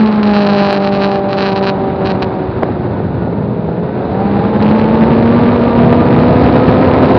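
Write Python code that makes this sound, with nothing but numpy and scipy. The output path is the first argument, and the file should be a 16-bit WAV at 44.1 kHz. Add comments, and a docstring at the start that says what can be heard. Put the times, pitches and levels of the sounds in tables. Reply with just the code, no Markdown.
"""Sport bike through a long bend

A four-cylinder sport bike rolls off into a bend and accelerates out of it, heard on its fairing.
Engine, intake and gears are sums of tones locked to the firing rate and shaped by resonances.
The microphone housing buzzes in struck resonances, bumps knock its mount, and a second bike pulls alongside.
Coloured noise makes road rumble and growing wind; pressure crests add a ticking rasp."""
import sys
import numpy as np
from scipy import signal
from scipy.fft import rfft, irfft, next_fast_len
from scipy.io import wavfile
from scipy.ndimage import uniform_filter1d

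SR = 44100
rng = np.random.default_rng(int(sys.argv[2]) if len(sys.argv) > 2 else 0)


def to_wav(sig):
    """Store sig (one row per channel, or 1-D mono) as 16-bit WAV at the path in sys.argv[1].

    Samples outside -1..1 are clipped; the rate is SR.
    """
    pcm = np.clip(np.atleast_2d(sig), -1, 1) * 32767
    pcm = np.round(pcm).astype(np.int16)
    wavfile.write(sys.argv[1], SR, pcm.T)  # frames by channels


N = 316638
TIME = np.arange(N) / SR  # s
CRUISE_HZ = 230  # firing rate at which the buzz and howl levels are set
FRAME_LAG = .035  # further delay of each higher harmonic in the frame, share of a firing period


def from_db(db):
    """Decibels to gain."""
    return 10 ** (np.asarray(db) / 20)


def rms_one(x):
    """Scale to unit power."""
    return x / np.sqrt(np.mean(x ** 2) + 1e-20)


def in_time(rows):
    """Each column of a curve, interpolated at every sample."""
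    s, *columns = np.transpose(rows)
    return [np.interp(TIME, s, c) for c in columns]


def drift(rate):
    """Slow random wander with spread 1: noise smoothed by two equal poles at rate [Hz]."""
    step = 40  # samples between control points
    r = np.exp(-2 * np.pi * rate * step / SR)
    settle = 2000  # control points dropped while the filter settles
    steps = rng.standard_normal(N // step + settle + 2)
    slow = signal.lfilter([1], [1, -2 * r, r * r], steps)[settle:]
    return np.interp(np.arange(N) / step, np.arange(len(slow)), rms_one(slow))


def noise(spectrum):
    """Noise of rms 1 coloured by (frequency [Hz], density [dB per Hz]), dropping away beyond the ends."""
    size = next_fast_len(N)
    hz, db = np.transpose(spectrum)
    bins = np.arange(size // 2 + 1) * SR / size + 1e-3
    gain = from_db(np.interp(np.log(bins), np.log(hz), db, left=-90, right=-90))
    white = rng.standard_normal(size)
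    return rms_one(irfft(rfft(white) * gain, size)[:N])


def resonate(x, hz, width):
    """A two-pole resonance with gain 1 on top."""
    r = np.exp(-np.pi * width / SR)
    zeros = np.array([1, 0, -1]) * (1 - r * r) / 2
    poles = [1, -2 * r * np.cos(2 * np.pi * hz / SR), r * r]
    return signal.lfilter(zeros, poles, x + 1e-18)


def response(hz, resonances):
    """Power of a tone at hz through bell-shaped resonances (centre [Hz], width [Hz], level [dB])."""
    power = 0
    for centre, width, db in resonances:
        power = power + from_db(db) ** 2 * .5 ** ((2 * (hz - centre) / width) ** 2)
    return power


def line(turns, multiple, flutter, rate):
    """One tone locked to the turns, wavering in strength and phase."""
    angle = 2 * np.pi * multiple * turns
    in_phase = (1 + flutter * drift(rate)) * np.cos(angle)
    quadrature = flutter * drift(rate) * np.sin(angle)
    return np.sqrt(2) * (in_phase + quadrature)


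def firing_levels(firing_hz, throttle, shut, bursts):
    """Nominal dB of each firing harmonic: it swells in body resonances and when the housing shakes."""
    # resonances of the bike: (centre [Hz], width [Hz], level [dB], gain at full throttle [dB])
    body_modes = [(168.7, 7.9, -8.5, -8), (190, 29, -33.5, 13.5), (222.1, 23.5, -7.5, -1.5),
                  (246, 49, -14.5, 2.5), (386, 63, -13.5, -18.5), (497.4, 70, -19.5, 5.5),
                  (599.6, 37.7, -12.5, -22), (775, 33, -35, 6), (827, 140, -19.5, -16.5)]
    # lift of firing harmonics 1 to 4 in a hard burst: (lift [dB] for each)
    shake_lift = (7.1, 3.6, 5.5, 6.6)
    full_shake_db = -24.5  # a burst this strong gives the whole lift
    floor_db, floor_db_per_octave = -32.5, -3.5  # harmonics away from any resonance
    shut_db = -11.5  # level change on a shut throttle

    body = [(hz, width, db + open_db * throttle) for hz, width, db, open_db in body_modes]
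    shaking = uniform_filter1d(np.minimum(bursts / from_db(full_shake_db), 1), size=SR // 10)
    levels = []
    for k, lift_db in enumerate(shake_lift, 1):
        floor = from_db(floor_db + floor_db_per_octave * np.log2(k)) ** 2
        power = response(k * firing_hz, body) + floor
        levels.append(10 * np.log10(power) + shut_db * shut + lift_db * shaking)
    return levels


def engine(turns, harmonic_db, shut):
    """Firing harmonics, burbling on a shut throttle, with weak lines between as the cylinders differ."""
    # higher orders: (multiple of the firing rate, level against the nominal fourth harmonic [dB])
    overtones = [(5, -14), (6, -20), (7, -29)]
    # lines between harmonics: (multiple of the firing rate, level against the nominal third [dB])
    uneven_levels = [(.75, -20.5), (1.25, -19), (2.25, -20), (2.75, -23), (3.25, -18.5), (3.5, -27.5),
                     (3.75, -16), (4.25, -18.5), (4.5, -22), (6, -27)]
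    firing_flutter, burble = .19, .45  # unevenness of the firing, and what a shut throttle adds

    unsteady = firing_flutter + burble * shut
    out = np.zeros(N)
    for k, db in enumerate(harmonic_db):
        out += from_db(db - 3.0) * line(turns - FRAME_LAG * k, k + 1, flutter=unsteady, rate=14)
    for k, db in overtones:
        out += from_db(harmonic_db[3] + db) * line(turns, k, flutter=0.64, rate=10)
    multiples, levels_db = np.transpose(uneven_levels)
    for quarter in range(3, 24):
        if quarter % 4:  # skip the firing harmonics themselves
            k = quarter / 4
            db = np.interp(k, multiples, levels_db)
            out += from_db(harmonic_db[2] + db) * line(turns + rng.random(), k, flutter=0.39, rate=12.0)
    return out


def intake(turns, firing_hz, throttle):
    """Air gulped through the open throttle howls where harmonic 4 or 5 meets an airbox resonance."""
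    # airbox resonances: (centre [Hz], width [Hz], level at full throttle and cruising rate [dB])
    airbox_modes = [(823, 100, -22.5), (956, 67, -29.5), (1045, 52, -31), (1196, 130, -30.5)]
    howl_db_per_hz = 0.1054  # growth with the firing rate
    howl_wander = .028  # spread of the timing, share of a firing period

    wavering = turns + howl_wander * drift(7)
    flow = throttle * from_db(howl_db_per_hz * (firing_hz - CRUISE_HZ))
    howl = 0
    for k in (4, 5):
        gain = np.sqrt(response(k * firing_hz, airbox_modes))
        howl = howl + gain * line(wavering - FRAME_LAG * (k - 1), k, flutter=.45, rate=22)
    return flow * howl


def road():
    """Tyre rumble through the frame, as steady low noise."""
    # rumble colour: (frequency [Hz], density [dB per Hz])
    rumble_colour = [(20, -37.5), (35, -11.5), (55, 9), (80, -0.5), (130, -21.5)]
    return from_db(-45.5) * noise(rumble_colour)


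def wind(drone, firing_hz):
    """Large eddies thump and smaller ones rush; the hiss crackles on the strongest pressure swings."""
    # wind at the microphone: (time [s], buffeting level [dB], rush level [dB])
    wind_levels = [(0, -23.5, -18), (.65, -26, -24.5), (1.15, -26, -22.5), (2.1, -20.5, -18.5),
                   (3.25, -17.5, -21), (3.75, -21, -23), (4.7, -16, -14.5), (5.7, -14, -13),
                   (7.18, -12.5, -9.5)]
    # hiss growing with the firing rate: (firing rate [Hz], level [dB])
    hiss_levels = [(168, -37), (192, -32), (205, -29), (215, -27.5), (260, -23)]
    # gusts that thump: (time [s], level added to the buffeting [dB])
    gust_times = [(3.28, 0), (5.398, 0.5), (5.902, 1.5), (6.349, 1.5)]
    # colours of the three layers: (frequency [Hz], density [dB per Hz])
    buffet_colour = [(25, -48), (50, -25.5), (68, -8), (115, -2.5), (160, -2), (230, -7), (400, -29)]
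    rush_colour = [(110, -13.5), (200, 4), (320, 5.5), (480, 2), (700, -2), (950, -3), (1300, -24),
                   (2000, -34.5), (3000, -50)]
    hiss_colour = [(700, -16), (1200, 7), (1700, 0.5), (2050, -5), (2500, -7), (3200, -14.5), (3900, -10.5),
                   (4500, -17.5), (5200, -24), (6200, -50)]
    gust_s = 0.17  # from a gust's height until its added dB fall to 1/e

    buffet_db, rush_db = in_time(wind_levels)
    hiss_db = np.interp(firing_hz, *np.transpose(hiss_levels))
    thumps_db = sum(db * np.exp(-((TIME - s) / gust_s) ** 2) for s, db in gust_times)
    gust, spurts = drift(33), drift(220)
    buffet = from_db(buffet_db + thumps_db + 1.1 * gust) * noise(buffet_colour)
    rush = from_db(rush_db + 0.84 * gust + 0.67 * spurts) * noise(rush_colour)
    swing = np.clip(buffet + rush + 1.3 * drone, 0, 1.2)
    crackle = 1 + 2.2 * swing ** 2
    # even out the slow level so that only the crackling remains
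    crackle /= np.sqrt(uniform_filter1d(crackle ** 2, size=SR // 5))
    hiss = from_db(hiss_db + 0.85 * gust + 0.6 * spurts) * crackle * noise(hiss_colour)
    return buffet + rush + hiss


def ticks(pressure):
    """High crests of engine drone and wind overdrive the microphone with sharp ticks: a rasp."""
    # the rasp swells as the engine takes up full load: (time [s], level added to the ticks [dB])
    rasp_levels = [(4.55, -3.5), (4.69, 9), (4.735, 2), (4.79, 6.5), (4.9, 2)]
    tick_db, crest_above, spread_db = -41, 0.46, 2.5  # base level, crest height that ticks, unevenness
    band_hz = (1530, 3100)

    at, _ = signal.find_peaks(pressure, distance=SR // 400)
    excess = np.clip(pressure[at] - crest_above, 0, .5)
    force = excess * from_db(spread_db * rng.uniform(-1.1, 1, len(at)))
    band = signal.butter(2, band_hz, "band", fs=SR, output="sos")
    rasp = signal.sosfilt(band, np.bincount(at, force, N) + 1e-18)
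    return from_db(tick_db + in_time(rasp_levels)[0]) * rms_one(rasp)


def gears(turns, firing_hz):
    """The transmission whines where an order meets a resonance of its case, loudest in the slow part."""
    # how loud the gears sing: (time [s], level [dB])
    whine_levels = [(0, -26.5), (2.4, -11.5), (2.85, -2.5), (3.65, -6), (4.05, 5.5), (4.25, -34)]
    # gear-case resonances: (centre [Hz], width [Hz], level [dB])
    case_modes = [(840, 53, -37), (1480, 190, -43), (1790, 200, -51)]
    # whine orders: (multiples of the firing rate)
    gear_orders = (5, 8.4, 10.5)

    level_db, = in_time(whine_levels)
    whine = 0
    for k in gear_orders:
        whine = whine + np.sqrt(response(k * firing_hz, case_modes)) * line(turns, k, flutter=.5, rate=9)
    return from_db(level_db) * whine


def rival():
    """The other bike's exhaust, scattered by turbulent air; its colour shifts from ahead to alongside."""
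    # engine speed: (time [s], cycle rate [Hz])
    rival_revs = [(0, 50), (2.6, 47.7), (4, 53.4), (4.75, 57.8), (5.85, 66.8), (6.7, 72.9), (7.18, 70.6)]
    # loudness of the whole bike: (time [s], level [dB])
    rival_levels = [(0, -58), (2.6, -41), (3.4, -32), (4.2, -32), (4.9, -28.5), (5.6, -29), (6.5, -26),
                    (7.18, -30.5)]
    # exhaust lines: (multiple of the cycle rate, level ahead [dB], level alongside [dB])
    exhaust_orders = [(4, 3.5, 1.5), (5, 0.5, -3.5), (6, -8, 0), (8, 2, -3.5), (9, -5.5, 1),
                      (10, -10.5, 2.5), (11, -9, -11), (12, -3, -13.5), (13, -6, -21)]
    # exhaust resonances: (centre [Hz], width [Hz], level against the plain lines [dB])
    pipe_modes = [(472, 67, 6.5), (582, 36, 2)]

    cycle_hz, = in_time(rival_revs)
    level_db, = in_time(rival_levels)
    cycles = np.cumsum(cycle_hz) / SR
    alongside = np.interp(TIME, [4.1, 5.2], [0, 1])
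    out = 0
    for k, ahead_db, beside_db in exhaust_orders:
        pipe = np.sqrt(1 + response(k * cycle_hz, pipe_modes))
        order_db = ahead_db + (beside_db - ahead_db) * alongside
        out = out + pipe * from_db(order_db) * line(cycles, k, flutter=.25, rate=7)
    return from_db(level_db) * out


def chatter_bursts():
    """Strength of the hard chatter; each burst catches, holds briefly and drops out."""
    # bursts: (time of the height [s], length at half amplitude [s], level before the buzz trim [dB])
    chatter_times = [(0.019, 0.038, -30), (0.068, 0.042, -28.5), (0.12, 0.019, -28.5), (0.167, 0.063, -33),
                     (0.235, 0.011, -23), (0.268, 0.054, -28.5), (0.307, 0.032, -29.5),
                     (0.355, 0.047, -24.5), (0.374, 0.019, -26.5), (0.394, 0.023, -26.5),
                     (0.422, 0.035, -23.5), (0.449, 0.018, -26), (0.469, 0.012, -20), (0.497, 0.024, -24.5),
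                     (0.542, 0.063, -25), (0.6, 0.083, -22), (0.654, 0.028, -22), (0.7, 0.061, -23.5),
                     (0.734, 0.035, -23.5), (0.766, 0.037, -26.5), (0.811, 0.026, -28.5),
                     (0.842, 0.033, -24.5), (0.878, 0.03, -25.5), (0.924, 0.023, -30.5),
                     (0.955, 0.054, -25.5), (1.036, 0.077, -24), (1.139, 0.095, -27), (1.324, 0.086, -30.5),
                     (1.33, 0.0094, -24), (1.408, 0.067, -22), (1.459, 0.023, -21.5), (1.491, 0.036, -25),
                     (1.525, 0.024, -27), (1.573, 0.038, -24), (1.643, 0.034, -26), (1.685, 0.045, -23.5),
                     (2.058, 0.025, -26), (2.077, 0.019, -24.5), (2.101, 0.02, -24), (2.117, 0.011, -25.5),
                     (2.148, 0.041, -34.5), (2.226, 0.015, -21), (2.244, 0.01, -32), (4.628, 0.014, -28.5),
                     (4.697, 0.032, -31.5), (4.789, 0.05, -31.5)]
    power = 0
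    for s, length, db in chatter_times:
        fall = np.minimum(np.abs(2 * (TIME - s) / length) ** 2.6, 20)
        power = power + from_db(db) ** 2 * .25 ** fall
    return np.sqrt(power)


def housing_shake(firing_hz, shut, bursts):
    """A light buzz that grows with the revs, and bursts of hard chatter on top."""
    buzz_db, buzz_db_per_hz, shut_db = -42, 0.204, 1  # at the cruising rate, rise, shut-throttle change
    light_db = buzz_db + buzz_db_per_hz * (firing_hz - CRUISE_HZ) + shut_db * shut
    return np.hypot(bursts, from_db(light_db + 2 * drift(9.7)))


def buzz(turns, shake):
    """The housing strikes its mount just after each firing peak, and more lightly on the rebound."""
    # housing resonances: (centre [Hz], width [Hz], relative level [dB])
    housing_modes = [(826, 540, 16.5), (1070, 730, 12), (1400, 670, 14.5), (2310, 610, 12.5),
                     (3910, 490, 15), (4400, 1500, -15)]
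    contact_lag, rebound_db = .12, -9.5  # share of a firing period from peak to contact; rebound force
    jitter_s, scrape_s = 0.00024, 0.000073
    trim_db = -0.5

    half_turn = np.floor(2 * (turns - contact_lag))
    at = np.flatnonzero(np.diff(half_turn) > 0)
    rebound = half_turn[at + 1] % 2
    chance = rng.uniform(-0.91, 1, (len(at), 2 + len(housing_modes)))
    # a light buzz only catches now and then, a hard one hits more evenly
    spread_db = np.interp(20 * np.log10(shake[at]), [-37, -25], [10, 5.3])
    force = from_db(rebound_db * rebound + spread_db * (chance[:, 0] - 1.76))
    at = np.clip(at + (jitter_s * SR * chance[:, 1]).astype(int), 0, N - 1)
    # each contact scrapes for a fraction of a millisecond
    decay = np.exp(-1 / (scrape_s * SR))
    contact = signal.lfilter([1], [1, -decay], np.bincount(at, force, N) + 1e-18)
    scrape = contact * rng.standard_normal(N)
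    out = np.zeros(N)
    for k, (hz, width, db) in enumerate(housing_modes):
        clicks = np.bincount(at, force * from_db(2.5 * chance[:, 2 + k]), N) + .1 * scrape
        out -= from_db(db) * resonate(resonate(clicks, hz, width), hz, 3 * width)
    return from_db(trim_db) * shake * rms_one(out)


def knocks():
    """Bumps in the asphalt jolt the mount; a low-pass on each jolt sets how dull it is."""
    # jolts: (time [s], strength [dB], brightness as low-pass cutoff [Hz])
    jolt_times = [(2.6232, -6, 1400), (2.6258, -4, 1500), (2.6292, 2, 900), (2.6324, 5.5, 2900),
                  (2.6342, -2, 1800), (2.636, -7, 2200), (2.688, -1.5, 800), (3.001, 0, 700),
                  (3.274, 1, 650), (3.688, -2, 900), (4.008, -2.5, 850), (5.926, 5.5, 1100)]
    # mount resonances: (centre [Hz], width [Hz], level [dB])
    mount_modes = [(140, 90, -18), (410, 90, -5.5), (780, 160, -3.5), (1350, 380, -7), (2600, 1100, -13.5),
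                   (4600, 1600, -15.5)]

    jolts = np.zeros(N)
    for s, db, hz in jolt_times:
        dulling = signal.butter(2, hz, fs=SR, output="sos")
        impulse = np.bincount([int(s * SR)], [from_db(db)], N)
        jolts += signal.sosfilt(dulling, impulse + 1e-18)
    out = np.zeros(N)
    for k, (hz, width, db) in enumerate(mount_modes):
        # neighbouring modes swing in opposite directions, so the thump builds up without a click
        gain = (-1) ** k * from_db(db) * SR / (2 * np.pi * width)
        out += gain * resonate(jolts, hz, width)
    return out


def scene():
    """Revs and throttle drive the bike; one enclosed microphone hears it all, so both channels match."""
    # engine speed, down into the bend and up out of it: (time [s], firing rate [Hz])
    revs = [(0, 216.5), (.25, 208.5), (.45, 203), (.75, 199), (1.5, 195), (2.1, 192.3), (2.4, 187.8),
            (2.65, 184), (2.85, 178), (3.05, 176), (3.45, 168.5), (3.72, 165.5), (3.9, 179), (4.1, 188.5),
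            (4.27, 199), (4.5, 207), (4.75, 216), (5.55, 239.5), (5.65, 234.5), (6.25, 245), (6.5, 251),
            (7.18, 261)]
    # the throttle is eased, shut, then opened wide: (time [s], opening [0-1])
    throttle_curve = [(2.1, 0.3), (2.65, 0.02), (3.94, 0), (4.17, 0.94)]
    shut_below = 0.29  # the engine counts as closing below this opening

    firing_hz, = in_time(revs)
    throttle = np.clip(in_time(throttle_curve)[0], 0, 1)
    shut = np.clip(1 - throttle / shut_below, 0, 1)
    bursts = chatter_bursts()
    turns = np.cumsum(firing_hz * (1 + .002 * drift(15))) / SR  # firings so far
    drone = engine(turns, firing_levels(firing_hz, throttle, shut, bursts), shut)
    bike = drone + intake(turns, firing_hz, throttle) + gears(turns, firing_hz)
    air = wind(drone, firing_hz)
    housing = buzz(turns, housing_shake(firing_hz, shut, bursts)) + knocks()
    mono = bike + housing + rival() + road() + air + ticks(drone + air)
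    return np.array([mono, mono])


def record(dry):
    """The right side is a little brighter, overload rounds the peaks, and the case muffles the top."""
    muffle_hz, cutoff_hz = 4970, 9500
    high_pass = signal.butter(3, 750, "high", fs=SR, output="sos")
    treble = signal.sosfiltfilt(high_pass, dry)
    x = dry + treble * np.array([[-.08], [.08]])
    x = x / (1 + np.abs(x / 1.01) ** 10) ** (1 / 10)
    x = signal.sosfilt(signal.butter(7, muffle_hz, fs=SR, output="sos"), x)
    return .98 * signal.sosfilt(signal.butter(12, cutoff_hz, fs=SR, output="sos"), x)


dry = scene()
out = record(dry)
to_wav(out)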